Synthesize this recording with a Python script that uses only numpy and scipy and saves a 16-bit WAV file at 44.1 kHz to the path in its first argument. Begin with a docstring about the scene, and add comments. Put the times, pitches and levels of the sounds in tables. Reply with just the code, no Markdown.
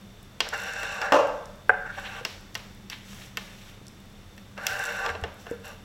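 """A low hum fills a fairly live kitchen; then a knife taps a wooden board and starts to cut raw fish.
The edge rasps over the wood in two long strokes and some light ones, its tiny slips shaking board and
steel, and slides through the flesh with a wet hiss while fibres snap. Between strokes the blade taps
the board and twice knocks it hard. The microphone is near enough to catch the wet detail along with
the room's echo; its case colours the treble, and a limiter holds down the loudest peaks."""
import sys
import numpy as np
from scipy import signal
from scipy.fft import rfft, irfft
from scipy.io import wavfile
from scipy.ndimage import uniform_filter1d, minimum_filter1d

SR = 44100
rng = np.random.default_rng(int(sys.argv[2]) if len(sys.argv) > 2 else 0)


def generate_wav(signal):
    """Clip the signal to [-1, 1] and save it as 16-bit WAV at the path in sys.argv[1]."""
    frames = np.transpose(np.atleast_2d(signal))
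    scaled = np.clip(frames, -1, 1) * 32767
    pcm = np.round(scaled).astype(np.int16)
    wavfile.write(sys.argv[1], SR, pcm)


N = 257852
TIME = np.arange(N) / SR

# Levels are relative within each table; the functions set the level of each layer.
# room tone: freq_hz, level_db
ROOM_TONE = [(13, -25), (22, -8), (109, -9.5), (156, -10), (200, -15.5), (319, -15), (690, -20.5),
             (1040, -23.5), (1200, -22), (1450, -24), (3060, -26.5), (3610, -31.5), (4500, -30),
             (12100, -42), (16000, -42)]
# appliance hum and whine: pitch_hz, width_hz, level_db
APPLIANCE_HUM = [(29.1, 6.4, -56), (89.7, 23, -56.5), (123, 6.8, -60), (196.6, 20.4, -54),
                 (3557, 200, -64.5)]
# colour of the kitchen echo: freq_hz, level_db
ECHO_SPECTRUM = [(100, -22.5), (300, -9), (500, -2), (1500, -6.5), (3000, -3.5), (6000, -9), (14000, -12.5)]
# decay of the echo: freq_hz, t60_s (a negative t60 makes that band swell instead of dying)
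ECHO_DECAY = [(100, -0.3), (500, 0.66), (1000, 0.68), (1600, 0.85), (3000, 0.47), (6000, 0.8), (14000, 0.8)]

# dull bumps through the flesh: start_s, level_db, pitch_hz, t60_s
FLESH_BUMPS = [(1.13, -43, 92, 0.078), (2.212, -34.5, 493, 0.1), (3.815, -37, 420, 0.017),
               (5.103, -36.5, 84, 0.6), (5.226, -25, 79.5, 0.16), (5.5135, -22.5, 477, 0.077),
               (5.513, -29.5, 310, 0.027)]
# short bright clicks of wet flesh snapping, and the sharp tip of the blade's clack: start_s, level_db
BRIGHT_CLICKS = [(0.489, -20.5), (0.637, -25), (0.736, -27), (1.272, -35), (1.457, -35.5), (1.6954, -29),
                 (2.5454, -29), (3.868, -35), (3.882, -32), (4.793, -23.5), (4.853, -22), (4.859, -24),
                 (5.2135, -36)]
# the blade slides through flesh: start_s, length_s, attack_s, rub_db, hiss_db
FLESH_SLIDES = [(1.906, 0.28, 0.04, -50.5, -55), (2.264, 0.065, 0.039, -58, -55),
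                (2.896, 0.036, 0.012, -45.5, -49), (3.012, 0.24, 0.1, -56, -47.5),
                (3.364, 0.34, 0.013, -58, -54), (5.378, 0.043, 0.02, -65, -52)]
# flesh rubbing on the steel: freq_hz, level_db
RUB_SPECTRUM = [(100, -52), (330, -40), (520, -20), (800, -3.5), (1200, -3.5), (1800, 1), (2800, 1.5),
                (3700, -1), (4500, -9.5), (6000, -35), (10000, -43)]
# wet hiss of a slide: freq_hz, level_db
HISS_SPECTRUM = [(3000, 0), (5600, 7.5), (7700, 2.5), (12500, -3.5), (16000, -6)]

# light contacts of the blade: start_s, level_db, brightness_db_per_octave, favoured_hz, lift_db
BLADE_TAPS = [(0.4043, -30, -3.5, 4100, 9.5), (0.5382, -48, 1, 1500, -2), (0.8303, -42.5, -5, 1610, 7.5),
              (1.016, -38.5, -5, 5700, 5), (1.122, -29, -5, 1310, 3.5), (2.25, -33, -2, 5600, 4.5),
              (2.5522, -34.5, -1.7, 4750, -1), (2.8992, -47, 2.5, 5500, 4.5), (3.13, -55.5, -3.5, 850, 8),
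              (3.3714, -38, 1.1, 1820, 7.5), (3.3748, -45.5, -5.5, 3200, 5.5),
              (4.3783, -59.5, 3, 1670, 12.5), (4.578, -48.5, -5, 1500, 7), (4.6673, -31.5, 3.5, 1800, 3.5),
              (5.062, -38, -6, 5800, 2), (5.09, -44, -8.5, 1600, 8), (5.151, -52, -11, 2860, 8),
              (5.238, -40, -8.5, 2500, 2.5), (5.467, -53, -9.5, 1610, 1.5)]
# modes of the blade lying on the board: pitch_hz, level_db
BLADE_MODES = [(450, -5.5), (690, -3.5), (880, -9), (1070, -3.5), (1290, -6.5), (1520, -1.5), (1800, 0.5),
               (2100, -3), (2720, 7), (3000, -3), (3300, 4), (3700, -15), (4200, -4), (4650, -1), (5100, 3),
               (5800, 1.5), (6300, -5), (7400, 0.5), (12500, -5), (14000, -1)]
# tone that all taps share: freq_hz, level_db
TAP_SPECTRUM = [(600, -6.5), (1500, 2.5), (3000, 4), (5300, 3), (10000, -2)]
# bands of a tap's crack: edge_hz
CRACK_EDGES = [350, 1000, 2200, 4300, 6400, 16000]
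# the blade comes down flat and bounces once: start_s, level_db
FLAT_CLACKS = [(1.6939, 8.5), (1.7008, 2)]
# modes of the flat of the blade on the wood: pitch_hz, level_db, t60_s
FLAT_MODES = [(494, -13, 0.016), (740, -27, 0.12), (814, -33, 0.21), (1559, -8.5, 0.028),
              (1660, -56, 0.011), (1990, -18, 0.015), (2346, -20, 0.01)]
# the board is knocked and rocks on the counter: start_s, level_db
BOARD_KNOCKS = [(1.1218, -12), (1.1335, -13), (1.141, -10.5), (1.151, -16), (1.163, -15.5), (1.188, -18),
                (1.2, -21)]
# modes of the whole board: pitch_hz, level_db, t60_s
WOOD_MODES = [(291.8, -3, 0.45), (325, -20, 0.28), (345, -15, 0.13), (475, -5, 0.76), (567.8, 3, 0.21),
              (610, -19, 0.27), (757, -15, 0.3), (865, -1.5, 0.52), (875, -15, 0.4), (943, -37, 0.77),
              (1050, -18, 0.5), (1090, -15, 0.34), (1147, -14.5, 1), (1460, -15, 0.21), (1440, -4.5, 0.21),
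              (1587, 2.5, 0.18), (1780, -6, 0.26), (2780, -10, .3)]
# dull thud of the board on the counter: freq_hz, level_db
THUD_SPECTRUM = [(150, -26), (240, -20), (305, -5), (415, -20), (500, 9.5), (570, 1.5), (700, -8.5),
                 (950, -1), (1250, -8.5), (1650, -15), (2100, -52), (2700, -15), (3500, -32), (5800, -30.5),
                 (11000, -49.5)]
# decay of a thud, longest in the lows: freq_hz, t60_s
THUD_DECAY = [(200, 0.12), (1000, 0.067), (6000, 0.1)]

# the edge is drawn over the wood:
# start_s, length_s, attack_s, level_db, blade_offset_db, fizz_offset_db, final_press (0-1)
EDGE_STROKES = [(0.522, 0.54, 0.021, -36, -6, -26.5, 1.0), (1.963, 0.23, 0.0077, -43, -7, -27.5, 0.5),
                (4.555, 0.546, 0.15, -32.5, -10.5, -26, 0.79), (5.455, 0.081, 0.011, -47.5, -10, -24, 0.04),
                (5.634, 0.085, 0.014, -48.5, 3.5, -9.5, 1)]
# the edge catches in the grain: start_s, length_s, level_db, low_offset_db
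GRAIN_CATCHES = [(0.45, 0.022, -38, 2), (0.522, 0.022, -31.5, 1.5), (1.014, 0.12, -34, -3.5),
                 (1.854, 0.02, -35.5, -7), (1.886, 0.024, -34, -12), (1.973, 0.0092, -40, 5.5),
                 (4.576, 0.0099, -42.5, 6), (5.15, 0.01, -48, 3)]
# wet tissue tearing: freq_hz, level_db
FIZZ_SPECTRUM = [(6000, -23), (8500, -1), (10000, 5), (14000, 4), (16000, -4)]
# low resonances of the board under the edge: pitch_hz, width_hz, level_db
LOW_BOARD_RASP = [(469.4, 29, -7), (590.7, 33, -3.5), (778, 36, -0.5), (950, 160, -10.5), (1164, 46, -3)]
# upper resonances of the board: pitch_hz, width_hz, level_db
UPPER_BOARD_RASP = [(1391, 51, -0.5), (1545, 72, 3.5), (1720, 224, -4), (2250, 310, -17.5)]
# resonances of the dragged blade: pitch_hz, width_hz, level_db
STEEL_RASP = [(2714, 119, 6.5), (3420, 200, -5.5), (3475, 250, -2.5), (4340, 660, -11.5),
              (5640, 660, -10.5), (7010, 210, -9), (7220, 650, -13)]

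# colour of the microphone in its case: freq_hz, width_hz, gain_db
MICROPHONE_COLOUR = [(2410, 180, -2), (3386, 83, -1.5), (4880, 310, -3), (5670, 310, 4), (7820, 310, 4),
                     (8776, 690, -6), (12000, 880, 3.5)]


def from_db(db):
    """Decibels as a gain."""
    return 10 ** (np.asarray(db) / 20)


def rms_one(x):
    """Scale to rms 1."""
    return x / np.sqrt(np.mean(x ** 2) + 1e-20)


def at_hz(points, hz):
    """Read a table on a log-frequency axis."""
    known_hz, values = np.transpose(points)
    return np.interp(np.log(np.maximum(hz, 1)), np.log(known_hz), values)


def colour(x, spectrum):
    """Give a steady sound a spectrum; rms 1."""
    gain = from_db(at_hz(spectrum, np.fft.rfftfreq(2 * N, 1 / SR)))
    return rms_one(irfft(rfft(x, 2 * N) * gain)[:N])


def band(x, low_hz, high_hz, order=2):
    """Band-pass filter."""
    edges_hz = [low_hz, min(high_hz, 0.45 * SR)]
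    return signal.sosfilt(signal.butter(order, edges_hz, "band", fs=SR, output="sos"), x)


def resonate(x, hz, width_hz):
    """A resonance with gain 1 at its peak."""
    radius = np.exp(-np.pi * width_hz / SR)
    feedback = [1, -2 * radius * np.cos(2 * np.pi * hz / SR), radius ** 2]
    return signal.lfilter(np.array([1, 0, -1]) * (1 - radius ** 2) / 2, feedback, x)


def decay(t60_s):
    """One second of a gain that falls 60 dB in t60_s."""
    return np.exp(-np.minimum(np.log(1000) * TIME[:SR] / t60_s, 50))


def ring(hz, t60_s):
    """A struck mode: a dying sine."""
    return np.sin(2 * np.pi * hz * TIME[:SR]) * decay(t60_s)


def burst(t60_s):
    """A dying puff of noise."""
    return rng.standard_normal(SR) * decay(t60_s)


def noise_tail(spectrum, t60s, rise_s):
    """One second of narrow noise bands, each with its own level and decay time."""
    t, out = TIME[:SR], np.zeros(SR)
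    onset = np.minimum(t / rise_s, 1)
    edges_hz = np.geomspace(70, 17000, num=29)
    for low, high in zip(edges_hz, edges_hz[1:]):
        hz = np.sqrt(low * high)
        part = band(rng.standard_normal(SR), low, high) * onset * from_db(-60 * t / at_hz(t60s, hz))
        gain = from_db(at_hz(spectrum, hz)) * np.sqrt(2 * (high - low) / SR)
        out += gain * part / np.linalg.norm(part)
    return out


def add(out, start_s, sound):
    """Mix a sound in at start_s."""
    start = int(start_s * SR)
    out[start:start + len(sound)] += sound[:N - start]


def envelope(start_s, length_s, attack_s, release_s):
    """A movement of the hand as a gain: it rises, holds and dies away after its length."""
    rise = np.clip((TIME - start_s) / attack_s, 0, 1)
    return rise * np.exp(-np.clip((TIME - start_s - length_s) / release_s, 0, 50))


def grains(per_s, spread_db, flutter_db, clumps_per_s=68):
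    """Tiny slips of uneven size, coming in clumps as the edge crosses the grain."""
    sizes = from_db(spread_db * np.minimum(rng.exponential(1, N), 5)) * rng.standard_normal(N)
    slipping = rng.random(N) < per_s / SR
    clumps = np.interp(TIME * clumps_per_s, np.arange(4000), rng.standard_normal(4000))
    return sizes * slipping * from_db(flutter_db * clumps)


def room_tone():
    """Behind everything: steady room noise and the wavering hum of an appliance."""
    hum = np.zeros(N)
    for hz, width_hz, db in APPLIANCE_HUM:
        narrow_noise = resonate(rng.standard_normal(N), hz, width_hz)
        hum += from_db(db) * rms_one(resonate(narrow_noise, hz, 2 * width_hz))
    return hum + from_db(-51.5) * colour(rng.standard_normal(N), ROOM_TONE)


def kitchen_echo(x):
    """The walls return a diffuse echo that builds within milliseconds and dies away; below about 165 Hz it
    swells over the whole second instead, so its deepest part comes late."""
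    return signal.fftconvolve(x, noise_tail(ECHO_SPECTRUM, ECHO_DECAY, rise_s=0.0049))[:N]


def bumps():
    """Blows cushioned by the flesh each wake a single low mode."""
    out = np.zeros(N)
    for start_s, db, hz, t60_s in FLESH_BUMPS:
        add(out, start_s, from_db(db) * ring(hz, t60_s))
    return out


def clicks():
    """Bright clicks of snapping flesh and the tip of the blade's clack, among faint sticky ones."""
    sticky = band(grains(per_s=18, spread_db=1.8, flutter_db=1.0), 6000, 14000)
    out = from_db(-52) * signal.fftconvolve(sticky, burst(t60_s=0.005))[:N]
    for start_s, db in BRIGHT_CLICKS:
        add(out, start_s, from_db(db) * band(burst(t60_s=0.0063), 4520, 9400))
    return out


def crackle(fizz_gain):
    """Single wet fibres part under the moving edge, louder when the fizz is."""
    pops = grains(per_s=70, spread_db=2.2, flutter_db=1.0)
    bright_pops = band(pops, 5500, 13000) + 2 * resonate(pops, hz=7600, width_hz=900)
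    return from_db(1.5) * fizz_gain * rms_one(bright_pops)


def slides():
    """Flesh damps the sliding blade, so it only rubs and hisses."""
    rub = from_db(4) * colour(grains(per_s=14000, spread_db=-3.5, flutter_db=4.0), RUB_SPECTRUM)
    hiss = from_db(-5) * colour(grains(per_s=21000, spread_db=-5.0, flutter_db=0.8), HISS_SPECTRUM)
    return sum(envelope(*timing, release_s=0.045) * (from_db(rub_db) * rub + from_db(hiss_db) * hiss)
               for *timing, rub_db, hiss_db in FLESH_SLIDES)


def tap_level_db(hz, level_db, brightness, favoured_hz, lift_db, width_octaves=0.61):
    """Each tap has its own loudness and brightness; the point of contact favours some modes."""
    nearness = np.exp(-(np.log2(hz / favoured_hz) / width_octaves) ** 2)
    return level_db + at_hz(TAP_SPECTRUM, hz) + brightness * np.log2(hz / 2700) + lift_db * nearness


def taps(damping=0.66, detune=0.021):
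    """Each tap cracks and rings the hand-damped blade; returns (sound at the microphone, to the room)."""
    direct, radiated = np.zeros((2, N))
    lows, highs = np.array(CRACK_EDGES[:-1]), np.array(CRACK_EDGES[1:])
    centres_hz, grid_hz = np.sqrt(lows * highs), np.fft.rfftfreq(128, 1 / SR)
    for start_s, *contact in BLADE_TAPS:
        for hz, db in BLADE_MODES:
            strength = from_db(tap_level_db(hz, *contact) + db - 1.5) * rng.choice([-1, 1])
            pitch_hz = hz * (1 + detune * rng.standard_normal())   # shifts with the point of contact
            travel_s = rng.uniform(0, 0.00064)   # bending waves arrive a little apart
            t60_s = 0.07 * (hz / 1000) ** -damping
            add(direct, start_s + travel_s, strength * ring(pitch_hz, t60_s))
        band_db = tap_level_db(centres_hz, *contact)
        for low, high, hz, db in zip(lows, highs, centres_hz, band_db):
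            crack = band(burst(t60_s=0.024 * (hz / 3000) ** -damping), low, high)
            add(direct, start_s, from_db(db + 18.5) * crack / np.linalg.norm(crack))
        # summed over all directions the modes merge into one smooth spectrum
        density_db = band_db - 10 * np.log10(2 * (highs - lows) / SR)
        spectrum = from_db(22.5 + at_hz(list(zip(centres_hz, density_db)), grid_hz))
        add(radiated, start_s, np.fft.fftshift(irfft(spectrum)))
    return direct, radiated


def clacks(contact_s=0.00059):
    """A hollow, pitched clack of the blade's flat, cushioned by the wet wood."""
    out = np.zeros(N)
    swell = 1 - np.exp(-(TIME[:SR] / contact_s) ** 2)
    clack = swell * sum(from_db(db) * ring(hz, t60_s) for hz, db, t60_s in FLAT_MODES)
    for start_s, level_db in FLAT_CLACKS:
        add(out, start_s, from_db(level_db) * clack)
    return band(out, 470, 4800, order=3)


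def knocks():
    """One hard blow sets the board ringing; its feet then chatter on the counter with dull thuds."""
    out, blow_s = np.zeros(N), BOARD_KNOCKS[0][0]
    blow = from_db(-0.5) * ring(hz=1050, t60_s=0.007)
    board = sum(from_db(db) * ring(hz, t60_s) * rng.choice([-1, 1]) for hz, db, t60_s in WOOD_MODES)
    add(out, blow_s, blow + from_db(-27.5) * board)
    for start_s, level_db in BOARD_KNOCKS:
        thud = noise_tail(THUD_SPECTRUM, THUD_DECAY, rise_s=0.00052)
        add(out, start_s, from_db(level_db + 38) * thud)
    return band(out, 170, 14000)


def edge_gains(press_s=0.17, press_rise_s=0.15, sag_db_per_s=5, swell_db_per_s=5.5):
    """How hard the edge drives the low board, upper board, blade and wet fizz over time."""
    low, upper, blade, fizz = np.zeros((4, N))
    for start_s, length_s, attack_s, db, blade_db, fizz_db, final_press in EDGE_STROKES:
        drive = from_db(db) * envelope(start_s, length_s, attack_s, release_s=0.025)
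        # parting flesh damps the blade less, so the rasp shifts from the board to the steel
        elapsed_s = np.clip(TIME - start_s, 0, length_s)
        # at the end the hand presses through onto the wood: the board grows, blade and fizz fade
        press_start_s = start_s + length_s - press_s
        press = final_press * np.clip((TIME - press_start_s) / press_rise_s, 0, 1)
        low += drive * from_db(-5 + 9 * press)
        upper += drive * from_db(press - sag_db_per_s * elapsed_s)
        blade += drive * from_db(blade_db - 4.5 * press + swell_db_per_s * elapsed_s)
        fizz += drive * from_db(fizz_db - 7 * press)
    for start_s, length_s, db, low_db in GRAIN_CATCHES:
        drive = from_db(db) * envelope(start_s, length_s, attack_s=0.011, release_s=0.008)
        low += drive * from_db(low_db)
        upper += drive
        blade += drive * from_db(-18)
    return low, upper, blade, fizz


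def rasp(slips, modes):
    """Slips shake the resonances of wood or steel, neighbours in opposite phase; rms 1."""
    body = sum((-1) ** k * from_db(db) * resonate(slips, hz, width_hz)
               for k, (hz, width_hz, db) in enumerate(modes))
    lowest_hz, highest_hz = modes[0][0], modes[-1][0]
    return rms_one(band(body, 0.75 * lowest_hz, 1.2 * highest_hz))


def strokes(low_gain, upper_gain, blade_gain, fizz_gain):
    """The dragged edge shakes board and blade with one stream of slips; wet tissue fizzes on top."""
    slips = grains(per_s=9000, spread_db=1.3, flutter_db=1.1)
    tearing = grains(per_s=7000, spread_db=2.4, flutter_db=2.2)
    return (from_db(-2.665) * low_gain * rasp(slips, LOW_BOARD_RASP)
            + from_db(-0.57) * upper_gain * rasp(slips, UPPER_BOARD_RASP)
            + from_db(-0.15) * blade_gain * rasp(slips, STEEL_RASP)
            + from_db(1) * fizz_gain * colour(tearing, FIZZ_SPECTRUM))


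def scene():
    """What reaches one microphone: the board heard directly, the kitchen's echo and the room tone."""
    tapping, tap_radiation = taps()
    low_gain, upper_gain, blade_gain, fizz_gain = edge_gains()
    cutting = strokes(low_gain, upper_gain, blade_gain, fizz_gain) + slides() + crackle(fizz_gain)
    # sound, echo_db
    layers = [(cutting, -2.5), (clicks(), -2.0), (knocks(), 2.5), (clacks(), -3.5), (bumps(), -3.0)]
    direct = tapping + sum(sound for sound, _ in layers)
    into_room = tap_radiation + sum(from_db(echo_db) * sound for sound, echo_db in layers)
    return (direct + kitchen_echo(into_room) + room_tone())[None]


def limiter(x, ceiling_db=-0.5, recovery_db_per_s=7.5, window_samples=64):
    """Turn the gain down just ahead of a peak over the ceiling, then let it creep back."""
    over_db = np.maximum(20 * np.log10(np.abs(x) + 1e-9) - ceiling_db, 0)
    recovered_db = recovery_db_per_s * TIME
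    duck_db = np.maximum.accumulate(over_db + recovered_db, axis=-1) - recovered_db
    held_gain = minimum_filter1d(from_db(-duck_db), window_samples)
    return x * uniform_filter1d(held_gain, window_samples)


def record(dry):
    """The microphone colours the treble, a limiter holds down the peaks, the top is cut at 16 kHz."""
    for hz, width_hz, db in MICROPHONE_COLOUR:
        dry = dry + (from_db(db) - 1) * resonate(dry, hz, width_hz)
    top_cut = signal.ellip(10, 0.1, 90, 16000, fs=SR, output="sos")
    return signal.sosfilt(top_cut, limiter(dry))


dry = scene()
out = record(dry)
generate_wav(out)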